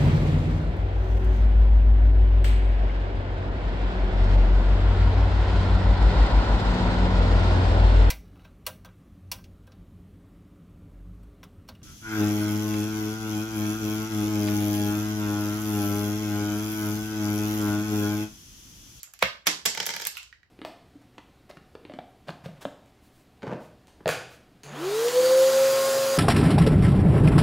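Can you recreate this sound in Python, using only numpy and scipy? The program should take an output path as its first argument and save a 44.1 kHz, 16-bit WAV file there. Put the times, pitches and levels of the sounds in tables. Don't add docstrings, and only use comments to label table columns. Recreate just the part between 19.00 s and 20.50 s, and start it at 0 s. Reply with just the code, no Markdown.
import sys
import numpy as np
from scipy import signal
from scipy.fft import rfft, irfft
from scipy.io import wavfile

SR = 44100
rng = np.random.default_rng(int(sys.argv[2]) if len(sys.argv) > 2 else 0)


def undo_db(level):
    steps = np.asarray(level, float) / 20
    return 10 ** steps


def file_out(sig):
    cols = np.atleast_2d(sig).T
    lim = np.clip(cols, -1, 1)
    pcm = np.round(lim * 32767).astype(np.int16)
    wavfile.write(sys.argv[1], SR, pcm)


N = 66150

# pitch_hz, level_db
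# (per Hz)
HUM_SPECTRUM = [(20, -26.5), (40, -9.5), (65, 1.5), (110, -13), (220, -22.5), (600, -29), (2000, -36.5),
                (8000, -51)]
# pitch_hz, level_db, t60_s
ROOM_BANDS = [(156, -11, 0.48), (403, -18.5, 0.31), (790, -17, 0.26), (1204, -16, 0.34),
              (2850, -12.5, 0.29), (4850, -11, 0.34), (8800, -16, 0.23), (12000, -42.5, 0.15)]
# low_hz, high_hz
TAIL_GAP = (8900, 10200)
# pitch_hz, width_hz, depth_share
PORT_DIPS = [(9200, 980, 0.79), (9510, 1000, 1), (14600, 440, 1)]

# pitch_hz, level_db, t60_s
DESK_THUD = [(185, 3.5, 0.074), (313, 2.5, 0.037), (110, 2, 0.055)]
# pitch_hz, level_db, t60_s
SLAM_THUD = [(190.4, 7.5, 0.098), (302, -6, 0.15), (125, 0.5, 0.2), (60, 1, 0.24)]
# pitch_hz, level_db, t60_s
RETURN_THUD = [(176.2, 3, 0.088), (306, -5, 0.28), (128, -8.5, 0.027)]

# start_s, peak_db, tick_db, thud_db
GRIP_HITS = [
    (.072, -54, -42, -36),
    (.134, -53.5, -39.5, -22),
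]
# pitch_hz, level_db, t60_s
GRIP_MODES = [(800, -6, 0.019), (1420, -0.5, .03)]
# start_s, peak_db, tick_db, thud_db
FAR_HITS = [
    (1.3265, -33.5, -44, -60),
    (1.431, -43, -44.5, -38),
]
# pitch_hz, level_db, t60_s
FAR_MODES = [(1690, -9, .02), (1895, 0, .03), (2270, -9, .02), (2900, -11, .012), (3800, -11, .012),
             (4500, -14, .01)]
# start_s, peak_db, tick_db, thud_db
ROLL_HITS = [
    (1.152, -34, -23, -51),
    (1.2, -39, -16, -47),
]
# pitch_hz, level_db, t60_s
ROLL_MODES = [(960, -11.5, .02), (1390, -8, .03), (2620, -3, .025), (4140, 11, .03)]
# start_s, peak_db, tick_db, thud_db
BOUNCE_HITS = [
    (1.1690, -23, -4.5, -48),
]
# pitch_hz, level_db, t60_s
BOUNCE_MODES = [(1450, -7, .035), (2640, 0, .02), (2800, -1, .018), (3550, -17, .03), (4200, -15, .07),
                (5200, -15, .03)]
# start_s, peak_db, tick_db, thud_db
SOFT_HITS = [
    (.0308, -32, 13.5, -54),
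    (.0378, -36, 5, -57),
    (.1361, -36, 8, -42),
    (.1895, -33.5, -1, -52.5),
]
# pitch_hz, level_db, t60_s
SOFT_MODES = [(1817, -14.5, 0.026), (2470, -9.5, .015), (3046, -5.5, .012), (4830, -6, .008),
              (6020, -10, .008), (7500, 3, .01)]
# start_s, peak_db, tick_db, thud_db
TICK_HITS = [(.8555, -20, -11, -30), (.8640, -23, 13.5, -36), (1.0124, -23, -5, -48), (1.051, -20, 4, -61),
             (1.0692, -26.5, 21, -56), (1.072, -22.5, 3.5, -51), (1.176, -25, -1, -54.5),
             (1.229, -32, -7, -36)]
# pitch_hz, level_db, t60_s
TICK_MODES = [(1320, -21, .03), (2660, -8.5, .02), (3620, -0.5, .015), (5400, -8, .006), (6300, -2, .008),
              (7800, 5.5, .008)]

# start_s, stop_s, level_db
SCRAPES = [
    (0.196, 0.227, -27.5),
    (0.454, 0.47, -20),
    (0.607, 0.631, -60),
    (1.049, 1.07, -23),
]
# start_s, peak_db, tick_db, thud_db
TEETH_HITS = [(.7483, -19.5, -4, -23), (.7738, -13, -18, -15.5), (.8005, -9.5, -35, -18.5),
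              (.8275, -18, -31, -19), (.867, -15.5, -3, -19), (.8895, -13, -23, -16), (.903, -14, -28, -20),
              (.9372, -16.5, -18, -18), (.949, -22.5, -18.5, -24), (.9632, -17, -2, -18.5),
              (.9985, -18.5, -8, -21), (1.019, -17.5, -9, -34), (1.039, -25, -14.5, -33),
              (1.063, -21.5, -25, -17)]
# pitch_hz, level_db, t60_s
TEETH_MODES = [(490, -4.5, 0.12), (578, -1.5, 0.099), (920, 9, .05), (1750, 10.5, .04), (2086, 11.5, .04),
               (2310, 16.5, .03), (3237, 14.5, .03), (4040, 10.5, .015), (5150, 5.5, .04), (5140, 15, .02),
               (5980, 14.5, .015)]
# start_s, peak_db, tick_db, thud_db
CATCH_HITS = [
    (.6535, -9, -10, -28),
    (.658, -5, -3, -19),
]
# pitch_hz, level_db, t60_s
CATCH_MODES = [(492, -11, 0.14), (667, -34, 0.042), (940, 5.5, .055), (1140, 1.5, .04), (1820, 9.5, .035),
               (2110, 5, .03), (2310, 16.5, .03), (2930, 15, .03), (3494, 10, .025), (3900, 15.5, .02),
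               (5490, 15, .02), (7930, 18, .012)]
# start_s, peak_db, tick_db, thud_db
RETURN_HITS = [
    (.469, -0.45, -7, -22),
]
# pitch_hz, level_db, t60_s
RETURN_MODES = [(452, -22, .06), (860, -25.5, .03), (1293, 4, .04), (1896, 6, .04), (2288, 8.5, .03),
                (2480, 7, .02), (3370, 12, .025), (3750, 13, .02), (5270, 12, .02), (5600, 13.5, .02),
                (8270, 0, .008)]
# start_s, peak_db, tick_db, thud_db
SLAM_HITS = [
    (.2231, -9.5, -22, -11),
    (.2247, 0.5, -9.5, -37.5),
    (.2265, -4, -20, -30),
    (.2279, -6.5, -16.5, -29),
]
# pitch_hz, level_db, t60_s
SLAM_MODES = [(532.4, -9, 0.14), (685, -11, 0.0094), (880, -12, 0.034), (1394, -1.5, 0.023),
              (1592, -8, 0.0058), (1920, 6.5, 0.024), (2110, 1, 0.004), (2254, 5.5, 0.011),
              (2510, -0.5, .014), (3480, 3, .012), (5160, -16.5, .01)]

MAX_CYCLES, ROOM_CYCLES = 28, 5


def band(x, hz, width_hz):
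    return signal.lfilter(*signal.iirpeak(hz, hz / width_hz, fs=SR), x)


def wide_band(x, hz, width_hz):
    return band(band(x, hz, width_hz), hz, width_hz)


def high_pass(x, order, hz):
    return signal.sosfilt(signal.butter(order, hz, "high", fs=SR, output="sos"), x)


def fade(t, t60):
    return np.exp(-np.log(1000) * t / t60)


def peak_to_one(x):
    return x / np.abs(np.atleast_2d(x)[:2]).max()


def hum():
    hz = np.fft.rfftfreq(N, 1 / SR) + 1
    noise = rng.standard_normal(N) + 0.91 * rng.standard_normal((2, N))
    pitch_hz, level_db = np.transpose(HUM_SPECTRUM)
    tone = irfft(rfft(noise) * undo_db(np.interp(np.log(hz), np.log(pitch_hz), level_db)), N)
    return tone * undo_db(-65) / tone.std()


def room():
    t, tail = np.arange(N // 2) / SR, 0
    for hz, db, t60 in ROOM_BANDS:
        noise = rng.standard_normal((3, N // 2))
        apart = min(hz / 900, 1)
        noise = np.sqrt(apart) * noise[:2] + np.sqrt(1 - apart) * noise[2]
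        tail = tail + undo_db(db - 16) * fade(t, t60) * wide_band(noise, hz, hz)
    start_s = 0.0011
    tail = tail * np.clip(t / start_s - .5, 0, 1)
    tail = signal.sosfilt(signal.ellip(6, 1, 40, 13200, fs=SR, output="sos"), tail)
    return signal.sosfilt(signal.butter(2, TAIL_GAP, "bandstop", fs=SR, output="sos"), tail)


def earlier_tick(tail):
    late = band(tail[:, int(0.24 * SR):], 5100, 9000)
    return undo_db(-21) * late / np.abs(late).max() / 10


def ring(modes, detune, cycles=MAX_CYCLES, hit=np.ones(1)):
    t, out = np.arange(4096) / SR, 0
    neighbour_db, even_share = -9, .8
    sharp_hz, sharp_cycles = 1200, 16
    for (hz, db, t60), d in zip(modes, detune):
        drive = abs(hit @ np.exp(2j * np.pi * hz * t[:len(hit)])) / np.linalg.norm(hit)
        spread = (d * [.1, 1, 1])[:, None] * min(hz / sharp_hz / 3, 1)
        trio = undo_db(np.array([0, neighbour_db, neighbour_db])) @ np.sin(2 * np.pi * hz * (1 + spread) * t)
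        extra_cycles = sharp_cycles * sharp_hz / hz if cycles >= MAX_CYCLES else 0
        decay = fade(t, min(t60, (cycles + extra_cycles) / hz))
        out = out + undo_db(db) / max(drive, .2) ** even_share * trio * decay
    return out


def chatter(both, own, chatter_s, chatter_db, apart):
    t = np.arange(1024) / SR
    swell = (t / chatter_s * np.exp(1 - t / chatter_s)) ** 3
    roughness = undo_db(chatter_db + 3.99 * rng.standard_normal(1024))
    hit = (np.sqrt(1 - apart) * both + np.sqrt(apart) * own) * roughness * swell
    hit[:, 0] -= 1
    hit[2] = np.linalg.norm(hit[0]) * (t == 0)
    return hit


def knocks(events, modes, chatter_s, chatter_db, crack_db, crack_hz, low_hz, apart, pan_db, room_db,
           thud=DESK_THUD, cycles=(MAX_CYCLES, ROOM_CYCLES)):
    out, offset_s = np.zeros((3, N + 8192)), 0.00071
    t, long_t = np.arange(1024) / SR, np.arange(4096) / SR
    for when, db, tick_db, thud_db in events:
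        both, own = rng.standard_normal((2, 1024)), rng.standard_normal((3, 1024))
        detune = .035 * rng.standard_normal((2, 14, 3))
        hit = chatter(both[0], own, chatter_s, chatter_db, apart)

        direct = ring(modes, detune[0], cycles[0], hit[:2].sum(0))
        rings = np.array([direct, direct, ring(modes, detune[0], cycles[1])])
        body = signal.fftconvolve(hit, rings / rings.std(1)[:, None], axes=1)
        crack = wide_band(np.pad(hit, ((0, 0), (0, 4095))), crack_hz, 2 * crack_hz)
        body = peak_to_one(peak_to_one(body) + undo_db(crack_db) * peak_to_one(crack))
        body = high_pass(body, 4, low_hz)

        tick = peak_to_one(band(both[1] * fade(t, .003), 11700, 3200))
        body[:, :1024] += undo_db(tick_db) * np.array([tick, np.roll(tick, 1), tick])
        body = body * undo_db(np.array([[pan_db / 2], [-pan_db / 2], [0]]))

        thuds = np.array([ring(thud, detune[1]), ring(thud, 4 * detune[0]), ring(thud, detune[1], ROOM_CYCLES)])
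        body[:, :4096] += undo_db(thud_db) * peak_to_one(thuds) * (1 - fade(long_t, 0.058))

        i = int((when + offset_s) * SR)
        out[:, i:i + 5119] += body * undo_db(db + np.array([[0], [0], [room_db]]))
    return high_pass(out[:, :N], 2, 95)


def grip():
    return knocks(GRIP_HITS, GRIP_MODES, 0.0013, -10, crack_db=-23.5, crack_hz=2203, low_hz=565,
                  apart=0.2, pan_db=-9, room_db=3.5)


def far_bounces():
    return knocks(FAR_HITS, FAR_MODES, 0.00059, -30, crack_db=-35, crack_hz=3050, low_hz=1327,
                  apart=0.23, pan_db=-8, room_db=-0.5, cycles=(45, 24))


def rolls():
    return knocks(ROLL_HITS, ROLL_MODES, 0.0012, -21, crack_db=-5, crack_hz=2960, low_hz=700,
                  apart=0.46, pan_db=-7, room_db=6.5)


def bounces():
    return knocks(BOUNCE_HITS, BOUNCE_MODES, 0.00091, -13.5, crack_db=-42, crack_hz=4600, low_hz=1050,
                  apart=0.16, pan_db=-7, room_db=-2, cycles=(250, 24))


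def soft_ticks():
    return knocks(SOFT_HITS, SOFT_MODES, .0014, -9, crack_db=-7, crack_hz=4500, low_hz=1280,
                  apart=.19, pan_db=-2, room_db=0.5)


def ticks():
    return knocks(TICK_HITS, TICK_MODES, 0.001, -9, crack_db=-11, crack_hz=5560, low_hz=1250,
                  apart=0.11, pan_db=-1.5, room_db=-1)


def slide_scrape():
    t, level = np.arange(N) / SR, 0
    for start, stop, db in SCRAPES:
        level = level + undo_db(db) * np.clip((t - start) / (stop - start), 0, 1) ** 1.7 * (t < stop)
    grit = rng.standard_normal((2, N)) * undo_db(1.8 * rng.standard_normal(N))
    return level * (band(grit, 2100, 1200) + 0.29 * band(grit, 6100, 1800))


def teeth():
    return knocks(TEETH_HITS, TEETH_MODES, 0.0023, -19, crack_db=-2.5, crack_hz=3140, low_hz=408,
                  apart=0.58, pan_db=-1.5, room_db=-2.24, cycles=(40, 12))


def catch_slam():
    return knocks(CATCH_HITS, CATCH_MODES, 0.0028, -17, crack_db=0.5, crack_hz=4170, low_hz=320,
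                  apart=0.92, pan_db=-2, room_db=1, cycles=(40, 8))


def return_slam():
    return knocks(RETURN_HITS, RETURN_MODES, 0.0041, -23, crack_db=-3, crack_hz=3930, low_hz=324,
                  apart=0.76, pan_db=-5, room_db=1.06, thud=RETURN_THUD)


def slam():
    return knocks(SLAM_HITS, SLAM_MODES, 0.00049, -5, crack_db=-33, crack_hz=2590, low_hz=460,
                  apart=0.12, pan_db=-1, room_db=-3, thud=SLAM_THUD)


def scene():
    pistol = slam() + return_slam() + catch_slam() + teeth() + ticks() + soft_ticks() + grip()
    brick = bounces() + rolls() + far_bounces()
    struck = pistol + brick
    scrape = slide_scrape()
    tail = room()
    wet = signal.fftconvolve((struck[2] + scrape[0])[None], tail, axes=1)[:, :N]
    earlier = earlier_tick(tail)
    wet[:, :earlier.shape[1]] += earlier
    return struck[:2] + scrape + wet * undo_db(np.array([[-1.2], [1.2]])) + hum()


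def band_limit(x):
    return signal.sosfilt(signal.butter(12, 17660, fs=SR, output="sos"), x)


def record(dry):
    difference = dry[0] - dry[1]
    side = signal.lfilter(*signal.butter(1, 260, "high", fs=SR), difference) / 2
    x = dry.mean(0) + (.5 * side + .25 * difference) * np.array([[1], [-1]])
    x[0] -= 0.28 * band(x[0], 4900, 2500)
    x = high_pass(x, 1, 45)
    for hz, width_hz, depth in PORT_DIPS:
        x = x - depth * band(x, hz, width_hz)
    x = signal.sosfilt(signal.ellip(8, .2, 80, 16300, fs=SR, output="sos"), x)
    return band_limit(x)


dry = scene()
out = record(dry)
file_out(out)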